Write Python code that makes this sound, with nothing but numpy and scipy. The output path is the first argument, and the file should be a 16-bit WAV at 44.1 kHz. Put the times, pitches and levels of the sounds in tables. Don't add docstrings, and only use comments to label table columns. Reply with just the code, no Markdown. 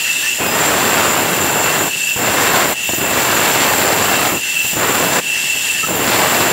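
import sys
import numpy as np
from scipy import signal
from scipy.fft import rfft, irfft, next_fast_len
from scipy.io import wavfile
from scipy.ndimage import uniform_filter1d, map_coordinates

SR = 44100
rng = np.random.default_rng(int(sys.argv[2]) if len(sys.argv) > 2 else 0)


def pcm_store(signal):
    levels = np.round(np.clip(np.atleast_2d(signal), -1, 1) * 32767)
    wavfile.write(sys.argv[1], SR, levels.astype(np.int16).T)


N = 287532

# centre_hz, width_hz, gain_db
FRAME_MODES = [(175, 35, 3.5), (270, 30, 3), (400, 54, -4), (635, 40, 1), (849, 43, 4.5), (957, 60, 0),
               (1190, 50, -7), (1475, 40, -3), (1640, 54, 5)]
GUIDE_MODES = [(1766, 6, 2.5), (1870, 430, -3.5), (2290, 45, -10), (3610, 220, -21), (4380, 110, -10.5),
               (4800, 200, -9.5), (5330, 120, -9), (6070, 260, -6.5), (8660, 63, -5.5), (9030, 61, -6)]
RING_MODES = [(2658, 40, 0), (2705, 50, -.5), (2775, 70, -5), (2870, 80, -8), (3025, 50, -15),
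              (3250, 45, -16)]
WHINE_MODES = [(7190, 120, -9), (7285, 110, -3), (7370, 95, 0), (7520, 130, -8), (7780, 90, -15),
               (7910, 130, -13), (8110, 70, -17)]
KERF_MODES = [(9290, 70, -9), (10450, 75, -3), (10590, 140, -3), (11060, 110, -10), (12930, 170, -4),
              (13110, 190, 0), (13450, 260, 0), (13640, 160, -4), (14100, 220, -4), (14390, 260, 0),
              (14830, 350, -5), (15280, 260, -7), (15580, 180, -2)]
# freq_hz, gain_db
RUSH_SPECTRUM = [(25, -46), (50, -16), (100, 2), (170, 3.5), (400, 3), (800, 0), (1300, -5), (1800, 0),
                 (2400, 5.5), (3100, 8), (4200, -3.5), (6500, -0.5), (9000, -1), (16000, -12)]
THUD_SPECTRUM = [(40, -37), (90, -1), (170, 0.5), (330, -1), (700, -5), (1300, -10), (2600, -21),
                 (6000, -38), (16000, -45)]
SLIDE_SPECTRUM = [(1400, -11.5), (2000, -21), (2400, -1), (3200, 10), (4400, 4), (5800, 2.5), (6600, 1),
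                  (7800, 11.5), (8900, -2), (9750, -0.5), (10600, -1), (12400, 4), (13100, -8),
                  (15700, -3.5)]
# freq_hz, gain_db
TEAR_SPECTRUM = [(25, -27), (42, -22), (60, -15), (100, -3.5), (170, -2), (350, -0.5), (650, -4),
                 (1100, -10.5), (2200, -20.5), (5000, -41), (16000, -64)]
BITE_SPECTRUM = [(100, -47.5), (350, -9), (720, -1.5), (1100, -2.5), (1600, -4), (2300, -8), (3300, -15.5),
                 (4500, -24.5), (9000, -25), (16000, -31)]
CRISP_SPECTRUM = [(700, -22), (1500, -2), (2200, -1), (3400, -2), (4400, -1.5), (5600, -7.5), (7000, -12),
                  (10000, -15), (16000, -26)]
# start_s, relative_db
LOG_BUMPS = [(1.951, -21), (2.161, -11), (2.89, -8.5), (2.933, -11.5), (2.978, -12), (4.644, -17),
             (4.659, -29), (4.73, -13.5), (4.762, -11), (5.435, -24), (5.548, -19), (5.831, -15),
             (5.869, -13)]
# start_s,
# length_s, pitch_hz, level_db
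SQUEALS_AND_PINGS = [(0.219, 0.06, 1770, -27), (.38, 0.14, 2506, -26.5), (.44, 0.16, 5016, -32),
                     (.55, 0.76, 2490, -37), (1.77, 0.064, 6960, -25), (2.92, .04, 6990, -26),
                     (3.356, 0.035, 6930, -24), (5.824, 0.035, 1290, -20.5)]
# centre_s, length_s, rise_db
RING_FLARES = [(.09, 0.11, 2.5), (1.016, .06, 1), (1.37, .06, 4), (1.68, .12, 5), (1.93, .08, 4),
               (2.12, 0.088, 3.5), (2.26, .08, 3), (2.82, .14, 1.5), (3.048, 0.17, 3.5), (4.152, 0.31, 6),
               (4.365, 0.079, 4.5), (5.32, 0.22, 2.5), (5.576, .08, 4)]
# graze_s, enter_s, leave_s, entry_length_s, runout_length_s, bright_db, gain_dip_db
LOG_CUTS = [(.375, .378, 1.915, 0.029, .045, -1, 4), (2.09, 2.155, 2.745, 0.044, .02, 0, 9.5),
            (2.84, 2.959, 4.415, 0.063, 0.067, 1, 4), (4.57, 4.746, 5.207, 0.045, .012, -.3, 8.5),
            (5.83, 5.868, 6.69, 0.025, .02, 1, 6)]
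# time_s, push_db
FEED_CURVES = [
    [(0.4, -21), (0.48, -22.5), (0.58, -17.0), (0.86, -17.5), (1.0, -15.5), (1.27, -20), (1.6, -20.5),
     (1.74, -17.0), (1.88, -23)],
    [(2.17, -23.5), (2.23, -19.5), (2.42, -16.5), (2.53, -16.0), (2.66, -17.0), (2.73, -19.5)],
    [(2.99, -24.5), (3.08, -20), (3.15, -19), (3.24, -17), (3.65, -16.5), (3.95, -18.0), (4.28, -17.5),
     (4.36, -26.5)],
    [(4.76, -21.5), (4.83, -19), (4.95, -17.5), (5.05, -18), (5.11, -18), (5.17, -17)],
    [(5.89, -24.5), (5.99, -22.5), (6.12, -15), (6.28, -17), (6.5, -17.5)],
]

USUAL_PUSH_DB, TEAR_DB = -18, -21.5
FREE_RING_DB, FREE_WHINE_DB, FREE_SIZZLE_DB, FREE_SLIDE_DB = -21.05, -27.5, -34, -24
RING_DAMP_DB, SLIDE_DAMP_DB, DAMP_S = 7, 1.5, 0.097
SHOVE_DB, SHOVE_S = 3, 0.31
RECOVERY_S, RING_RECOVERY_S = 0.074, 0.026
SINK_S = 0.11


def amp(db):
    return 10 ** (np.asarray(db) / 20)


def unit(x):
    return x / np.sqrt(np.mean(x ** 2) + 1e-20)


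def wobble(rate_hz):
    knots = rng.standard_normal(int(N * rate_hz / SR) + 4)
    return map_coordinates(knots, [np.arange(N) * rate_hz / SR])


def ramp(start_s, length_s):
    return np.clip((np.arange(N) / SR - start_s) / max(length_s, .002), 0, 1)


def swell(start_s, length_s):
    half_s = length_s / 2
    return ramp(start_s, half_s) - ramp(start_s + half_s, half_s)


def add(track, start_s, sound):
    start = max(round(start_s * SR), 0)
    track[start:start + len(sound)] += sound[:N - start]


def filtered(x, response):
    size = 2 * next_fast_len(N // 2 + SR // 4)
    return irfft(rfft(x, size) * response(np.fft.rfftfreq(size, 1 / SR)), size)[..., :N]


def coloured(x, spectrum):
    freq_hz, gain_db = np.transpose(spectrum)

    def response(hz):
        outline_db = np.interp(np.log(hz + 1), np.log(freq_hz), gain_db)
        cepstrum = irfft(np.log(amp(outline_db)))
        half = len(cepstrum) // 2
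        cepstrum[1:half] *= 2
        cepstrum[half + 1:] = 0
        return np.exp(rfft(cepstrum))
    return unit(filtered(x, response))


def rubbed(modes, skirt):
    def response(hz):
        power = 0
        for centre_hz, width_hz, gain_db in modes:
            detune_sq = (2 * (hz - centre_hz) / width_hz) ** 2
            power = power + amp(gain_db) ** 2 / (1 + detune_sq) / (1 + detune_sq / skirt ** 2)
        return np.sqrt(power)
    return unit(filtered(rng.standard_normal(N), response))


def fractures(rate_hz, spread_db):
    snaps = rng.random(N) < rate_hz / SR
    return unit(snaps * rng.choice([-1, 1], N) * amp(spread_db * rng.standard_normal(N)))


def patchy(x, depth_db):
    bins = signal.stft(x, nperseg=1024)[2]
    field = uniform_filter1d(rng.standard_normal(bins.shape), size=3, axis=0)
    field = unit(uniform_filter1d(field, size=9, axis=1))
    return unit(signal.istft(bins * amp(depth_db * field), nperseg=1024)[1][:N])


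def cut_state():
    t = np.arange(N) / SR
    touching = buried = feed_db = bright_db = np.zeros(N)
    for (graze_s, enter_s, leave_s, entry_s, runout_s, wood_db, _), curve in zip(LOG_CUTS, FEED_CURVES):
        inside = 1 - ramp(leave_s - runout_s, runout_s)
        touching = touching + ramp(graze_s - SINK_S / 4, SINK_S) * inside
        buried = buried + ramp(enter_s, entry_s) * inside
        push_db = np.interp(t, *np.transpose(curve))
        feed_db = np.where(t >= graze_s, push_db - USUAL_PUSH_DB, feed_db)
        bright_db = np.where(t >= graze_s, wood_db, bright_db)
    return touching, buried, feed_db, bright_db


def gain_dip_db(recovery_s):
    t = np.arange(N) / SR
    return -sum(dip_db * ramp(leave_s - runout_s, runout_s)
                * np.exp(-np.maximum(t - leave_s, 0) / recovery_s)
                for _, _, leave_s, _, runout_s, _, dip_db in LOG_CUTS)


def guide_contact(feed_db):
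    ring_db, slide_db = FREE_RING_DB, FREE_SLIDE_DB
    for _, enter_s, leave_s, _, runout_s, _, _ in LOG_CUTS:
        damped = ramp(enter_s - DAMP_S / 2, DAMP_S) * (1 - ramp(leave_s - runout_s, runout_s))
        ring_db -= RING_DAMP_DB * damped
        slide_db += damped * (0.39 * feed_db - SLIDE_DAMP_DB)
        slide_db -= SHOVE_DB * swell(enter_s - .04, SHOVE_S)
    for centre_s, length_s, rise_db in RING_FLARES:
        ring_db += rise_db * swell(centre_s - length_s / 2, length_s)
    return ring_db + gain_dip_db(RING_RECOVERY_S), slide_db + gain_dip_db(RECOVERY_S)


def wheels_and_belt():
    rush = amp(-29 + 1.3 * wobble(9)) * coloured(rng.standard_normal(N), RUSH_SPECTRUM)
    return rush + amp(-39.5) * rubbed(FRAME_MODES, skirt=3.8)


def log_bumps(attack_s=0.00086, t60_s=0.1):
    force, t = np.zeros(N), np.arange(SR // 4) / SR
    for start_s, relative_db in LOG_BUMPS:
        decay = amp(relative_db - 5.5 - 60 * t / t60_s)
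        add(force, start_s, decay * (1 - np.exp(-t / attack_s)))
    return force * coloured(fractures(rate_hz=4000, spread_db=5), THUD_SPECTRUM)


def squeals_and_pings():
    track = np.zeros(N)
    for start_s, length_s, pitch_hz, level_db in SQUEALS_AND_PINGS:
        size = int(length_s * SR)
        wavering_hz = pitch_hz + 20 * wobble(260)[:size]
        envelope = signal.windows.tukey(size, .6) * amp(level_db + 2 * wobble(160)[:size])
        add(track, start_s, envelope * np.sqrt(2) * np.sin(2 * np.pi * np.cumsum(wavering_hz) / SR))
    return track


def band_hiss(touching, feed_db, bright_db, slide_db):
    flutter_db = 0.36 * wobble(220) + 0.55 * wobble(30)
    grit = fractures(rate_hz=9000, spread_db=4) + 0.52 * rng.standard_normal(N)
    slide = amp(slide_db + flutter_db) * patchy(coloured(grit, SLIDE_SPECTRUM), depth_db=2.6)
    guides = amp(slide_db - 3.5 + 1.5 * wobble(25)) * patchy(rubbed(GUIDE_MODES, skirt=9.9), depth_db=2)
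    free = (1 - touching) * amp(FREE_SIZZLE_DB + 0.77 * gain_dip_db(RECOVERY_S))
    cutting = touching * amp(-25.5 + 0.16 * feed_db + 0.54 * bright_db)
    flicker = amp(flutter_db + 0.47 * wobble(300) + .5 * wobble(25))
    sizzle = (free + cutting) * flicker * patchy(rubbed(KERF_MODES, skirt=11), depth_db=1.8)
    return slide + guides + sizzle


def blade_ring(ring_db):
    undamped = np.clip((ring_db + 29.55) / 7, 0, 1)
    pitch_hz = 2668 + 26 * wobble(80)
    tone = unit(amp(0.79 * wobble(45)) * np.sin(2 * np.pi * np.cumsum(pitch_hz) / SR))
    return amp(ring_db + .4 * wobble(24)) * (0.57 * undamped * tone + rubbed(RING_MODES, skirt=4.2))


def blade_whine(touching, feed_db):
    free = (1 - touching) * amp(FREE_WHINE_DB + gain_dip_db(RECOVERY_S))
    cutting = touching * amp(-24 + 0.41 * feed_db)
    flicker = amp(0.54 * wobble(90) + 0.98 * wobble(22))
    whine = (free + cutting) * flicker * patchy(rubbed(WHINE_MODES, skirt=7.7), depth_db=1.5)
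    whistle_db = -32 + 0.64 * gain_dip_db(RECOVERY_S) + 1.7 * wobble(22)
    return whine + amp(whistle_db) * rubbed([(7005, 55, 0)], skirt=4.5)


def tooth_rasp(buried, feed_db, bright_db):
    clumps = amp(1.02 * wobble(220) + 0.8 * wobble(40))
    tear_snaps = clumps * (fractures(rate_hz=2400, spread_db=2.5) + .5 * rng.standard_normal(N))
    tear = amp(TEAR_DB + 0.84 * wobble(25)) * coloured(tear_snaps, TEAR_SPECTRUM)
    bite_snaps = clumps * fractures(rate_hz=3400, spread_db=1.5)
    bite = amp(-18 + feed_db) * patchy(coloured(bite_snaps, BITE_SPECTRUM), depth_db=1.5)
    crisp_db = -26 + 1.74 * feed_db + bright_db + 1.3 * wobble(120)
    crisp_snaps = clumps * fractures(rate_hz=6000, spread_db=7.5)
    crisp = amp(crisp_db) * coloured(crisp_snaps, CRISP_SPECTRUM)
    return buried * (tear + bite + crisp)


def scene():
    touching, buried, feed_db, bright_db = cut_state()
    ring_db, slide_db = guide_contact(feed_db)
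    band = blade_ring(ring_db) + blade_whine(touching, feed_db)
    band += band_hiss(touching, feed_db, bright_db, slide_db)
    rasp = tooth_rasp(buried, feed_db, bright_db)
    mono = wheels_and_belt() + log_bumps() + squeals_and_pings() + band + rasp
    return np.array([mono, mono])


def record(dry):
    ceiling, low_cut_hz, top_hz = .8, 42, 15750
    rounded = dry / (1 + np.abs(dry / ceiling) ** 6) ** (1 / 6)
    return filtered(rounded, lambda hz: (hz < top_hz) / np.sqrt(1 + (low_cut_hz / (hz + 1)) ** 6))


dry = scene()
out = record(dry)
pcm_store(out)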